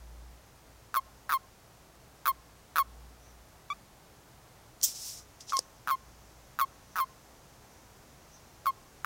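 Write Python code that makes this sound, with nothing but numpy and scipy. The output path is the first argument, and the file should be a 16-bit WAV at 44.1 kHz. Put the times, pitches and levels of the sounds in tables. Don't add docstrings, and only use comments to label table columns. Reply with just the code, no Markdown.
import sys
import numpy as np
from scipy import signal
from scipy.fft import rfft, irfft, next_fast_len
from scipy.io import wavfile

SR = 44100
rng = np.random.default_rng(int(sys.argv[2]) if len(sys.argv) > 2 else 0)


def log_audio(samples):
    frames = np.atleast_2d(samples).T
    limited = np.clip(frames, -1, 1)
    pcm = np.round(limited * 32767).astype(np.int16)
    wavfile.write(sys.argv[1], SR, pcm)


N = 399105
TIME = np.arange(N) / SR
BINS_HZ = np.fft.rfftfreq(next_fast_len(N, True), 1 / SR)


def caller(size=5000):
    # start_s, pulse_count, rattle_s, slowing (1 = even pulses), whistle_s, final_pitch_hz,
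    # level_db, overtones_db, treble_db (added in full from 14 kHz up)
    calls = [ (0.9422, 4, 0.023, 0.91, 0.026, 1059, -21, 1.5, 5),
             (1.2934, 8, 0.042, 1.23, 0.033, 1054, -21.5, 2.5, 2.5),
             (2.2564, 4, 0.021, 1.19, 0.034, 1061, -20.5, 2, 9),
             (2.7582, 6, 0.032, 1.13, 0.03, 1077, -19, 1.6, 6),
             (5.5220, 2, 0.0093, 1.00, 0.048, 1069, -23, 0.5, -6),
             (5.8740, 6, 0.035, 0.89, 0.039, 1054, -22, 1, 0),
             (6.5890, 4, 0.02204, 1.06, 0.031, 1075, -20.5, 0.8, 4),
             (6.9572, 9, 0.043, 1.03, 0.038, 1051, -22.5, 0.9, 2.5),
             (8.6574, 2, .0088, 1.00, 0.036, 1066, -20.5, 0, 0),
             (9.0456, 4, 0.032, 1.00, .0300, 1045, -20.5, 1, -2)]
    # frequency_hz, density_db (per Hz)
    rasp_spectrum = [(200, -17), (600, -9), (1000, -8), (1600, 8.5), (2000, -1), (2400, 1), (2900, -9.5),
                     (3500, -0.5), (4500, -5.5), (6500, -6.5), (8000, -16), (11000, -8), (12200, -20),
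                     (14700, -7), (16200, -7.5)]
    out, flutter, rasp = np.zeros(N), band(0, 1150), noise(rasp_spectrum)
    for i, (start, count, rattle, slowing, whistle, hz, db, overtone_db, treble_db) in enumerate(calls):
        own = slice(i * size, (i + 1) * size)
        call = croak(int(round(count)), rattle, slowing, whistle, hz, overtone_db, treble_db,
                     flutter[own], rasp[own])
        add(out, start, undb(db) * call)
    return out


def croak(count, rattle, slowing, whistle, final_hz, overtone_db, treble_db, flutter, rasp,
          first_width=0.00049, last_width=0.0019, first_db=-2.0, pulse_db=1.5,
          sag=0.79, pause=0.0023, swell=0.0052,
          first_sharp=.24, last_sharp=0.0695, kick=0.081, settle=0.0081,
          rough=0.028, smooth=0.0055, loosen=0.01494,
          rasp_db=-18.5, leak=0.32, ring_share=0.12, ring=0.0034, fade=2.5):
    # frequency_hz, gain_db (before the call's own tilt)
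    throat_points = [(2150, -24), (2850, -25), (3250, -25), (3900, -27.5), (4350, -24), (5400, -34.5),
                     (7600, -39.5), (9600, -34), (10800, -24), (12200, -36), (14000, -21.5), (15100, -18),
                     (16200, -35)]
    t = np.arange(len(flutter)) / SR
    order = np.arange(count) / (count - 1)
    jitter = rng.normal(0, 0.00039, count) * (order > 0)
    starts = rattle * order ** slowing + jitter

    loose = np.exp((starts - rattle) / loosen)
    widths = (first_width + (last_width - first_width) * loose)[:, None]
    age = t - starts[:, None]
    from_peak = age - .0003 - widths

    front = np.clip(age / 0.00092 + 0.29, 0, 1)
    bursts = np.exp(-.5 * (from_peak / widths) ** 2) * front
    rings = ring_share * gate(np.maximum(from_peak, 0), 0.0022, 0.002, ring)
    softening_db = first_db * (1 - order) ** 2 * (1 - loose) ** 2
    sizes = undb(pulse_db + softening_db + rng.normal(0, 1.0, count))[:, None]
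    pulses = np.max(sizes * (bursts + rings), axis=0)

    since = np.maximum(t - rattle - pause, 0)
    pressure = np.exp(-sag * (since / whistle) ** 1.66)
    tone = gate(since, swell, whistle + 0.0023, 0.0019) * pressure
    swing = np.hypot(pulses, tone)
    drive = swing * np.exp(-fade * (since / whistle) ** 3)

    tight = 1 - np.exp(np.minimum(t - rattle, 0) / loosen)
    sharp = (last_sharp + (first_sharp - last_sharp) * tight) * np.exp(-since / settle)
    opening = np.sum(np.exp(-(age / 0.001376 - .5) ** 2), axis=0)
    unsteady = np.exp(-since / 0.0062)
    kicks = kick * (opening - 0.248 * unsteady)
    wobble = (smooth + rough * unsteady) * flutter
    hz = final_hz * (1 + sharp + kicks + wobble)
    phase = 2 * np.pi * np.cumsum(hz) / SR

    throat = [(f, db + overtone_db + treble_db * min(f / 14000, 1) ** 2) for f, db in throat_points]
    buzz = overtones(phase, hz, drive, throat, order=15, steepen=0.43)
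    air = swing * (opening + 0.18 * drive) + leak * unsteady
    return swing * (np.sin(phase) + buzz) + undb(rasp_db + treble_db / 2) * rasp * air


def peeper(size=2400):
    # frequency_hz, gain_db
    peep_throat = [(1150, 0), (2300, -8), (3450, -13), (4600, -27), (6900, -26.5), (8000, -43), (9200, -37),
                   (16000, -48)]
    start_s, hold_s, attack_s, ring_s = 3.7006, .029, 0.0026, 0.0026
    level_db, fade_db_per_s = -27.5, -190
    base_hz, sharp_hz, settle_s, lift_hz = 1135, 110, 0.0022, 76
    out, t = np.zeros(N), np.arange(size) / SR
    closing = np.minimum(t / hold_s, 1.2) ** 3
    hz = base_hz + sharp_hz * np.exp(-t / settle_s) + lift_hz * closing
    phase = 2 * np.pi * np.cumsum(hz) / SR
    drive = gate(t, attack_s, hold_s, ring_s) * undb(fade_db_per_s * t)
    note = np.sin(phase) + overtones(phase, hz, drive, peep_throat, order=13, steepen=.1)
    add(out, start_s, undb(level_db) * drive * note)
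    return out


def overtones(phase, hz, drive, throat, order, steepen):
    k = np.arange(2, order + 1)[:, None]
    gain = undb(colour_db(throat, k * hz)) * drive ** (steepen * np.log(k / 2))
    start_phase = rng.uniform(0, 2 * np.pi, k.shape)
    return np.sum(gain * np.sin(k * phase + start_phase), axis=0)


def gate(t, rise, hold, ring):
    up = np.sin(np.pi / 2 * np.clip(t / rise, 0, 1)) ** 2
    return up * np.exp(-np.logaddexp(0, 2 * (t - hold) / ring) / 2)


def sleeve(grip_db=-32, grip_range_db=4):
    # fastest_s, level_db, swell_s, decay_s, treble_db (split near 9 kHz)
    sleeve_strokes = [ (4.844, -21, 0.0078, 0.013, 5), (4.885, -37.5, 0.031, 0.043, 3),
                      (4.96, -41.5, 0.0094, 0.041, -6), (5.085, -40.5, 0.077, .085, 2),
                      (5.19, -48.5, 0.025, .016, -10), (5.41, -46, .004, 0.018, -10),
                      (5.498, -43.5, 0.015, 0.07, -15), (5.577, -39, 0.0087, .018, -10)]
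    # middle_s, width_s, level_db
    faint_brushes = [(3.27, .05, -66), (5.64, 0.029, -67), (6.92, 0.048, -69), (7.74, .05, -68),
                     (8.35, 0.024, -59)]
    # frequency_hz, density_db (per Hz)
    scrape_spectrum = [(600, -54), (2000, -43), (2800, -35), (3200, -5.5), (4200, -27), (5400, 3),
                       (8200, 0), (9600, -15), (12500, -9), (15500, -5), (16200, -28)]
    # frequency_hz, density_db (per Hz)
    slide_spectrum = [(1500, -33), (3000, -17), (4500, -10), (5200, -3.5), (5700, -1), (6500, -6),
                      (8300, -10), (10000, -13.5), (13000, -18), (15500, -17), (16200, -39)]
    power, treble_power = np.zeros(N), np.zeros(N)
    for s, db, swell, decay, treble_db in sleeve_strokes:
        level = undb(db) * stroke(s, swell, decay)
        power += level ** 2
        treble_power += (level * undb(treble_db)) ** 2

    effort_db = 10 * np.log10(power + 1e-18)
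    grip = 1 / (1 + np.exp((grip_db - effort_db) / grip_range_db))
    slips = np.sqrt(grip) * noise(scrape_spectrum) + np.sqrt(1 - grip) * noise(slide_spectrum)
    body = signal.sosfiltfilt(signal.butter(2, 9000, fs=SR, output="sos"), slips)
    treble = slips - body
    strokes = np.sqrt(power) * body + np.sqrt(treble_power) * treble

    brushes = np.zeros(N)
    for s, width, peak_db in faint_brushes:
        brushes += undb(peak_db) * np.exp(-.5 * ((TIME - s) / width) ** 2)
    return strokes + brushes * band(5950, 330)


def stroke(s, swell, decay, stop_s=0.14):
    before, after = np.minimum(TIME - s, 0), np.maximum(TIME - s, 0)
    return np.exp(-.5 * (before / swell) ** 2 - after / decay - (after / stop_s) ** 4)


def snaps(thud_decay=0.0036, thud_rise=0.00065, thud_gain_db=2):
    # start_s, level_db, decay_s, thud_db (before thud_gain_db), crackle_db
    fabric_snaps = [(4.8138, -36, 0.0014, -22, -14), (4.8312, -21.5, 0.0016, -32, -15),
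                    (5.4070, -42, 0.0023, -33, -3.5), (5.4945, -36, 0.003, -30, -2.5),
                    (5.5010, -35, 0.0055, -30, -5), (5.5688, -18.5, 0.00081, -28, -13),
                    (5.5866, -33, 0.0013, -24, -10), (5.5906, -14.5, 0.0016, -17, -22)]
    # frequency_hz, density_db (per Hz)
    crack_spectrum = [(300, -40), (800, -17), (2000, -20), (3600, -54), (4600, -1), (5300, 2.5), (6700, -4),
                      (8200, -13), (9400, -11), (12000, -25), (15800, -33)]
    # frequency_hz, gain_db
    thud_modes = [(400, -10), (510, -2.5)]
    out, crack, crackle = np.zeros(N), noise(crack_spectrum), band(3900, 850)
    t = TIME[:SR // 20]
    ringing = sum(undb(db) * np.sin(2 * np.pi * hz * t) for hz, db in thud_modes)
    thud = ringing * gate(t, thud_rise, .001, thud_decay)
    for i, (s, db, decay, thud_db, crackle_db) in enumerate(fabric_snaps):
        own = slice(i * len(t), (i + 1) * len(t))
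        bright = crack[own] + undb(crackle_db) * crackle[own]
        bright = bright * gate(t, 0.00022, 0.00061, decay)
        add(out, s, undb(db) * (bright + undb(thud_db + thud_gain_db) * thud))
    return out


def surroundings(x, wet_db=-44, t60=1.0, dull_hz=3000, echo_s=0.091, echo_db=-35):
    t = TIME[:SR // 2]
    dull = signal.butter(1, dull_hz, fs=SR, output="sos")
    scatter = signal.sosfilt(dull, rng.standard_normal(len(t)))
    tail = scatter * undb(-60 * t / t60)
    echo_dull = signal.butter(2, 1800, fs=SR, output="sos")
    echo = signal.sosfilt(echo_dull, scatter * np.exp(-((t - echo_s) / .008) ** 2))
    response = undb(wet_db) * tail / np.linalg.norm(tail)
    response = response + undb(echo_db) * echo / np.abs(rfft(echo)).max()
    return x + signal.fftconvolve(x, response)[:N]


def night(waver_db=0.16, swell_edge=2.2):
    # middle_s, half_length_s, level_db
    drone_swells = [(.13, 0.16, -48), (0.726, .07, -58.5), (1.1, 0.11, -63.5), (2.3, 0.17, -62),
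                    (2.978, 0.13, -50.5), (3.328, 0.1, -57), (6.2, .22, -60)]
    # frequency_hz, density_db (per Hz)
    air_spectrum = [(15, -33), (25, -2), (53, -6.5), (76, -6), (130, -3), (161, -7.5), (200, -9.5),
                    (241, -10.5), (449, -12), (749, -11), (2970, -23.5), (4570, -24), (5980, -25),
                    (8050, -26.5), (15800, -30)]
    drone_hz, drone_rest_db = 58.5, -67.5
    hiss_low_db, hiss_high_db, hiss_rises_s, hiss_rise_time_s = -74.5, -69.5, 4.9, 0.27
    air_start_db, air_rise_db_per_s = -57.5, 0.1348

    drone_power = undb(drone_rest_db) ** 2
    for s, half, db in drone_swells:
        drone_power = drone_power + undb(db) ** 2 * np.exp(-np.abs((TIME - s) / half) ** swell_edge)
    drone_level = np.sqrt(drone_power) * undb(band(0, 2.8))
    wandering_hz = drone_hz + 1.07 * band(0, 2.3)
    drone = np.sqrt(2) * np.sin(2 * np.pi * np.cumsum(wandering_hz) / SR)

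    risen = (1 + np.tanh((TIME - hiss_rises_s) / hiss_rise_time_s)) / 2
    hiss = undb(hiss_low_db + (hiss_high_db - hiss_low_db) * risen) * band(6080, 1120)
    air_db = air_start_db + air_rise_db_per_s * TIME + waver_db * band(0, 10.0)
    return noise(air_spectrum) * undb(air_db) + hiss + drone_level * drone


def undb(db):
    return 10 ** (np.asarray(db) / 20)


def colour_db(points, hz):
    f, db = np.transpose(points)
    return np.interp(np.log(np.maximum(hz, 1)), np.log(f), db)


def coloured(gain):
    white = rng.standard_normal(len(gain)) + 1j * rng.standard_normal(len(gain))
    x = irfft(gain * white)[:N]
    return x / x.std()


def noise(points):
    return coloured(undb(colour_db(points, BINS_HZ)))


def band(hz, width_hz):
    return coloured(np.exp(-.5 * np.minimum(((BINS_HZ - hz) / width_hz) ** 2, 10 ** 2)))


def add(out, s, x):
    i = int(s * SR)
    out[i:i + len(x)] += x[:max(N - i, 0)]


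def scene():
    mono = surroundings(caller() + peeper() + sleeve() + snaps()) + night()
    return np.array([mono, mono])


def record(dry, low_hz=29, top_hz=15900):
    thinned = signal.sosfilt(signal.butter(2, low_hz, "high", fs=SR, output="sos"), dry)
    return signal.sosfilt(signal.ellip(8, .2, 70, top_hz, fs=SR, output="sos"), thinned)


dry = scene()
out = record(dry)
log_audio(out)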